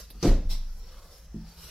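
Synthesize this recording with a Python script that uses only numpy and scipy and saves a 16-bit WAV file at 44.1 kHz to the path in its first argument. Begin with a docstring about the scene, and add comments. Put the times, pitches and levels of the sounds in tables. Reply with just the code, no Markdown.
"""One heavy step, heel then sole, knocks the hollow floor of an empty parked bus and sets its body booming.
The floor and boom are fading sine waves; the knocks add short thumps, cracks and clattering noise.
A shoe scuff is noise with a slow fade; soft steps before and after it are low, muffled floor tones.
Small ticks, rustling clothes, a low rumble and a faint hiss, all made of coloured noise, lie under it."""
import sys
import numpy as np
from scipy import signal
from scipy.fft import rfft, irfft, next_fast_len
from scipy.io import wavfile
from scipy.ndimage import uniform_filter1d, map_coordinates

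SR = 44100
rng = np.random.default_rng(int(sys.argv[2]) if len(sys.argv) > 2 else 0)


def bounce(signal):
    """Save signal as a 16-bit WAV file at the path given by the first command-line argument."""
    frames = np.transpose(np.atleast_2d(signal))
    limited = np.clip(frames, -1, 1)
    pcm = np.round(limited * 32767).astype(np.int16)
    wavfile.write(sys.argv[1], SR, pcm)


N = 74970  # length in samples, 1.7 s
ATTACK_S = 0.0024  # quick onset shared by cracks, ticks and soft steps


def amp(db):
    """Turn decibels into a gain."""
    return 10 ** (np.asarray(db) / 20)


def unit(x):
    """Scale to an rms of 1."""
    return x / np.sqrt(np.mean(x ** 2) + 1e-20)


def along(points, hz):
    """Read (frequency [Hz], value) points at any frequency, on a log axis."""
    point_hz, values = np.transpose(points)
    return np.interp(np.log(hz + 1), np.log(point_hz + 1), values)


def curves(rows):
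    """Draw one curve, a value per sample, for each column after the time."""
    times, *columns = np.transpose(rows)
    return [np.interp(np.arange(N) / SR, times, column) for column in columns]


def since(s):
    """Count seconds after time s, zero before it."""
    return np.maximum(np.arange(N) / SR - s, 0)


def rise(t, length):
    """Step smoothly from 0 to 1 in length seconds."""
    return np.sin(np.pi / 2 * np.minimum(t / length, 1)) ** 2


def decay(t, t60):
    """Fall by 60 dB in t60 seconds."""
    return np.exp(-np.log(1000) * t / t60)


def wobble(rate):
    """Draw a smooth random curve through rate random points a second."""
    return map_coordinates(rng.standard_normal(2048), [np.arange(N) * rate / SR], mode="wrap")


def filtered(x, response):
    """Multiply the spectrum of x by a response, a function of frequency."""
    size = next_fast_len(N + SR // 2)
    hz = np.fft.rfftfreq(size, 1 / SR)
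    return irfft(rfft(x, size) * response(hz), size)[..., :N]


# Stereo width: (frequency [Hz], side level over middle level [dB])
WIDTH_CURVE = [(80, -32.5), (180, -43), (350, -34), (700, -24.5), (1400, -15.5), (2800, -9.5), (5200, -1),
               (7000, 1), (10000, .8), (13500, -0.4)]


def noise(spectrum):
    """Coloured stereo noise of rms 1: centred in the bass, wide in the treble."""
    def response(hz):
        angle = np.arctan(amp(along(WIDTH_CURVE, hz)))
        return amp(along(spectrum, hz)) * [np.cos(angle), np.sin(angle)]

    mid, side = filtered(rng.standard_normal((2, N)), response)
    return unit(np.array([mid + side, mid - side]))


# Depth of the random ripple: (frequency [Hz], depth [dB])
RIPPLE_DEPTH = [(150, -0.5), (500, 3), (2000, 2.5), (5000, 4), (13000, 3.5)]


def ripple(x):
    """Random gain lifts and dips narrow bands, in patches that shift with time."""
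    hz, _, z = signal.stft(x, SR, nperseg=1024)
    patches = rng.standard_normal(z.shape[1:])
    patches = uniform_filter1d(patches, size=3, axis=0)  # smooth over neighbouring frequencies
    patches = uniform_filter1d(patches, size=14, axis=1)  # smooth over time
    depth_db = along(RIPPLE_DEPTH, hz)[:, None]
    power_balance = np.exp((depth_db * np.log(10) / 20) ** 2)  # keeps the average power
    gain = amp(depth_db * unit(patches)) / power_balance
    return signal.istft(z * gain, SR, nperseg=1024)[1][:, :N]


def dying(spectrum, t60s, s):
    """Rippled noise whose frequencies each fade at their own speed from time s."""
    hz, t, z = signal.stft(ripple(noise(spectrum)), SR, nperseg=256)
    t60 = along(t60s, hz)[:, None]
    fade = amp(-60 * np.maximum(t - s, 0) / t60)
    return signal.istft(z * fade, SR, nperseg=256)[1][:, :N]


MODE_SCATTER_DB = 1.06  # random spread of each tone's level


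def ring(modes, s, rise_s):
    """A struck floor rings at its own set of pitches, each fading at its own speed from time s."""
    t = since(s)
    out = np.zeros(N)
    for hz, db, t60 in modes:
        level = amp(db + MODE_SCATTER_DB * rng.standard_normal())
        out += level * decay(t, t60) * np.sin(2 * np.pi * hz * t)
    return rise(t, rise_s) * out


# Loudness of the low handling rumble: (time [s], level [dB])
RUMBLE_LEVEL = [(0, -49.5), (.1, -50), (.16, -44.5), (.3, -47), (.7, -47), (.95, -48.5), (1.15, -53),
                (1.4, -45), (1.54, -55), (1.61, -45.5), (1.7, -49)]
# Colour of the rumble: (frequency [Hz], relative level per Hz [dB])
RUMBLE_COLOUR = [(10, -14), (25, -2.5), (45, 7), (70, -1.5), (110, -19.5), (145, -16), (165, -8.5),
                 (190, -18), (300, -29), (600, -31), (1500, -46)]
# Colour of the hiss: (frequency [Hz], relative level per Hz [dB])
HISS_COLOUR = [(100, -9), (500, -3), (1000, -2), (2000, -2), (3500, -9), (4900, -15), (5600, 0), (6600, -3),
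               (12500, -49), (16000, -30)]
HISS_DB = -67


def cabin():
    """Low handling rumble that comes and goes, over a faint hiss of constant level."""
    level_db, = curves(RUMBLE_LEVEL)
    rumble = amp(level_db) * noise(RUMBLE_COLOUR)
    hiss = amp(HISS_DB) * noise(HISS_COLOUR)
    return rumble + hiss


# Loudness of the rustle: (time [s], level of the middle [dB], level of the treble [dB])
RUSTLE_LEVEL = [(0, -49, -50), (.025, -51, -57), (.07, -61, -66), (.19, -61.5, -78), (.222, -48, -59),
                (.42, -63.5, -90), (.47, -64, -69), (.6, -60, -65), (.7, -60.5, -68.5), (.79, -65, -63),
                (.84, -59.5, -71), (.9, -55.5, -66.5), (1.05, -60.5, -65), (1.19, -58.5, -59.5),
                (1.31, -68.5, -74.5), (1.42, -64.5, -80), (1.49, -58, -63), (1.56, -58.5, -62),
                (1.62, -51.5, -52), (1.7, -47.5, -54)]
# Loudness of its low part: (time [s], level [dB])
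CLOTH_LOW_LEVEL = [(0, -56), (.07, -71.5), (.16, -60), (.45, -72), (.55, -74), (.68, -71), (.85, -61.5),
                   (1.02, -58), (1.15, -62.5), (1.28, -68), (1.48, -63), (1.6, -62), (1.7, -59.5)]
# Colours of the low, middle and treble parts: (frequency [Hz], relative level per Hz [dB])
CLOTH_LOW_COLOUR = [(200, -6.5), (500, 4), (1000, -0.5), (1500, -5), (2200, -22.5), (4000, -14.5)]
CLOTH_MIDDLE_COLOUR = [(200, -13), (500, -24), (1300, -4), (2000, -8.5), (3000, -6), (4300, -1),
                       (5000, 0.5), (5600, 4), (6400, -9), (9000, -22.5)]
CLOTH_TREBLE_COLOUR = [(3000, -41), (6500, 3.5), (8500, -0.5), (10500, 3), (12700, 6.5), (14500, -10),
                       (16000, -27)]
FLUTTER_DB, FLUTTER_PER_S = 1, 69.15  # strength and speed of the flutter


def clothes():
    """Fabric rubs in swells as the walker moves: three bands of noise share one quick flutter."""
    middle_db, treble_db = curves(RUSTLE_LEVEL)
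    low_db, = curves(CLOTH_LOW_LEVEL)
    low = amp(low_db) * noise(CLOTH_LOW_COLOUR)
    middle = amp(middle_db) * noise(CLOTH_MIDDLE_COLOUR)
    treble = amp(treble_db) * noise(CLOTH_TREBLE_COLOUR)
    flutter = amp(FLUTTER_DB * wobble(FLUTTER_PER_S))
    return flutter * (low + middle + treble)


# Small handling ticks: (time [s], level [dB], time to fall 60 dB [s])
TICK_EVENTS = [(0.1015, -42.5, 0.084), (1.4545, -56, .02)]
# Colour of a tick: (frequency [Hz], relative level per Hz [dB])
TICK_COLOUR = [(300, -1), (1000, -16), (2800, -12), (4100, 1), (5500, -16), (7000, -33), (8500, -20),
               (9700, 0), (11000, -11), (13500, 1), (15500, -18)]


def tick():
    """Light handling ticks: bright noise that starts at once and quickly dies."""
    out = np.zeros((2, N))
    for s, db, t60 in TICK_EVENTS:
        t = since(s)
        out += amp(db) * rise(t, ATTACK_S) * decay(t, t60) * noise(TICK_COLOUR)
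    return out


# Colour of the scuff: (frequency [Hz], relative level per Hz [dB])
SCUFF_COLOUR = [(120, 3), (250, -4), (450, -8), (850, -1.5), (1500, -14), (2400, -7), (3200, -4),
                (3900, 2.5), (4900, -1), (5600, 6), (6400, -6.5), (8000, -4), (10000, -8.5), (13000, -5),
                (15500, -13)]
# How the scuff dies away: (frequency [Hz], time to fall 60 dB [s])
SCUFF_FADE = [(300, 0.38), (2000, 0.32), (5500, 0.35), (8000, 0.21), (14000, 0.19)]
SCUFF_S, SCUFF_RISE_S, SCUFF_HOLD_S, SCUFF_DB = 0.484, 0.03, 0.016, -40
GRIT_DB, GRIT_PER_S = 0.5, 240  # unevenness of the sliding sole, and its speed


def scuff():
    """A sole slides briefly over grit and the cabin carries the sound on."""
    grit_db = GRIT_DB * wobble(GRIT_PER_S)
    stroke = rise(since(SCUFF_S), SCUFF_RISE_S) * amp(SCUFF_DB + grit_db)
    fade_start = SCUFF_S + SCUFF_RISE_S + SCUFF_HOLD_S
    return stroke * dying(SCUFF_COLOUR, SCUFF_FADE, fade_start)


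# Soft footfalls: (time [s], level [dB])
SOFT_FOOTFALLS = [(0.149, -54.5), (0.499, -51.5), (1.3421, -38), (1.3613, -42)]
# Tones of the floor under a soft sole: (frequency [Hz], relative level [dB], time to fall 60 dB [s])
SOFT_FLOOR_TONES = [(46.4, 1, .35), (123.6, -1, 0.35), (166.8, 1, 0.51), (204, -1.5, 0.29),
                    (217.3, 3.5, 0.27), (280.6, 1, 0.17), (321, -2, 0.143), (386, -8.5, 0.23)]
SOFT_SOLE_HZ = 398  # the sole muffles what lies above


def soft_step():
    """A gentle footfall wakes only the low tones of the floor; the sole cushions the rest."""
    thuds = sum(amp(db) * ring(SOFT_FLOOR_TONES, s, ATTACK_S) for s, db in SOFT_FOOTFALLS)
    cushion = signal.butter(N=6, Wn=SOFT_SOLE_HZ, fs=SR, output="sos")
    return signal.sosfilt(cushion, thuds)


# The body takes the weight:
# (time [s], frequency [Hz], level [dB], rise [s], time to fall 60 dB [s])
BODY_SWINGS = [(.2565, 28.6, -11, .06, .35), (.446, 25.4, -19, .022, 1.1), (.277, 59, -21.5, .018, .42),
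               (.277, 84, -26, .015, .4), (.442, 78, -34, .025, .45)]


def body_boom():
    """The bus body swings slowly under the walker's weight: low tones swell, then fade."""
    out = np.zeros(N)
    for s, hz, db, rise_s, t60 in BODY_SWINGS:
        t = since(s)
        swell = rise(t, rise_s) * decay(since(s + rise_s), t60)
        out += amp(db) * swell * np.sin(2 * np.pi * hz * t)
    return out


# Contacts of the heavy step:
# (time [s], clatter level [dB], crack level [dB], thump frequency [Hz], thump level [dB])
CONTACTS = [(.2262, -25, -28.5, 220, -23), (0.2481, -27.5, -34, 109.5, -17),
            (0.2721, -31.5, -37, 284.3, -14.5)]
# Tones of the floor under a hard heel: (frequency [Hz], relative level [dB], time to fall 60 dB [s])
HARD_FLOOR_TONES = [(107.4, -3, 0.38), (167.8, -12, 0.62), (189.7, -0.5, 0.31), (233.5, -9.5, 0.4),
                    (274, 3, 0.29), (296.8, -2, 0.23), (344.7, 1, 0.24), (376, -9, 0.11), (414, -11, 0.32),
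                    (502, -11, 0.25), (535.3, -6.5, 0.34), (605, -12.5, 0.21), (655.4, -14.5, 0.33),
                    (699, -11.5, 0.26), (765, -21, 0.15), (885, -21, 0.22), (1090, -21, 0.19)]
# Colour of the shaken panels and fittings: (frequency [Hz], relative level per Hz [dB])
CLATTER_COLOUR = [(40, -3), (100, -9.5), (250, 0), (500, -3.5), (750, -10.5), (1000, -16), (1800, -22),
                  (2600, -22), (3600, -23.5), (4400, -20), (6000, -22), (7500, -24.5), (10000, -31.5),
                  (13000, -32), (15500, -50)]
# How the panels die away: (frequency [Hz], time to fall 60 dB [s])
CLATTER_FADE = [(100, 0.53), (300, 0.4), (700, .42), (2000, .41), (5000, .38), (9000, 0.28), (14000, 0.34)]
# Colour of the crack: (frequency [Hz], relative level per Hz [dB])
CRACK_COLOUR = [(500, -19), (2500, -16), (3600, -24), (4300, 7.5), (6000, 9), (8000, -23), (15000, -36)]
FLOOR_DB, FLOOR_BUILD_S = -18, 0.037
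THUMP_RISE_S, THUMP_T60_S = 0.006, 0.033
CLATTER_ATTACK_S, CRACK_T60_S = 0.0045, 0.048


def heavy_step():
    """The floor's ring builds as the foot rolls down; each contact cracks, thumps and shakes the panels."""
    first_contact_s = CONTACTS[0][0]
    floor = amp(FLOOR_DB) * ring(HARD_FLOOR_TONES, first_contact_s, FLOOR_BUILD_S)
    out = np.zeros((2, N)) + floor
    for s, clatter_db, crack_db, thump_hz, thump_db in CONTACTS:
        t = since(s)
        thump_shape = rise(t, THUMP_RISE_S) * decay(since(s + THUMP_RISE_S), THUMP_T60_S)
        thump = thump_shape * np.sin(2 * np.pi * thump_hz * t)
        clatter = rise(t, CLATTER_ATTACK_S) * dying(CLATTER_COLOUR, CLATTER_FADE, s)
        crack = rise(t, ATTACK_S) * decay(t, CRACK_T60_S) * noise(CRACK_COLOUR)
        out += amp(thump_db) * thump + amp(clatter_db) * clatter + amp(crack_db) * crack
    return out


def scene():
    """Add all sources together, with the background unevenly rippled."""
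    background = ripple(cabin() + clothes())
    small_sounds = tick() + scuff() + soft_step()
    return background + small_sounds + body_boom() + heavy_step()


TOP_HZ = 15800


def record(dry):
    """The recorder keeps nothing from its band limit upward."""
    return filtered(dry, lambda hz: hz < TOP_HZ)


dry = scene()
out = record(dry)
bounce(out)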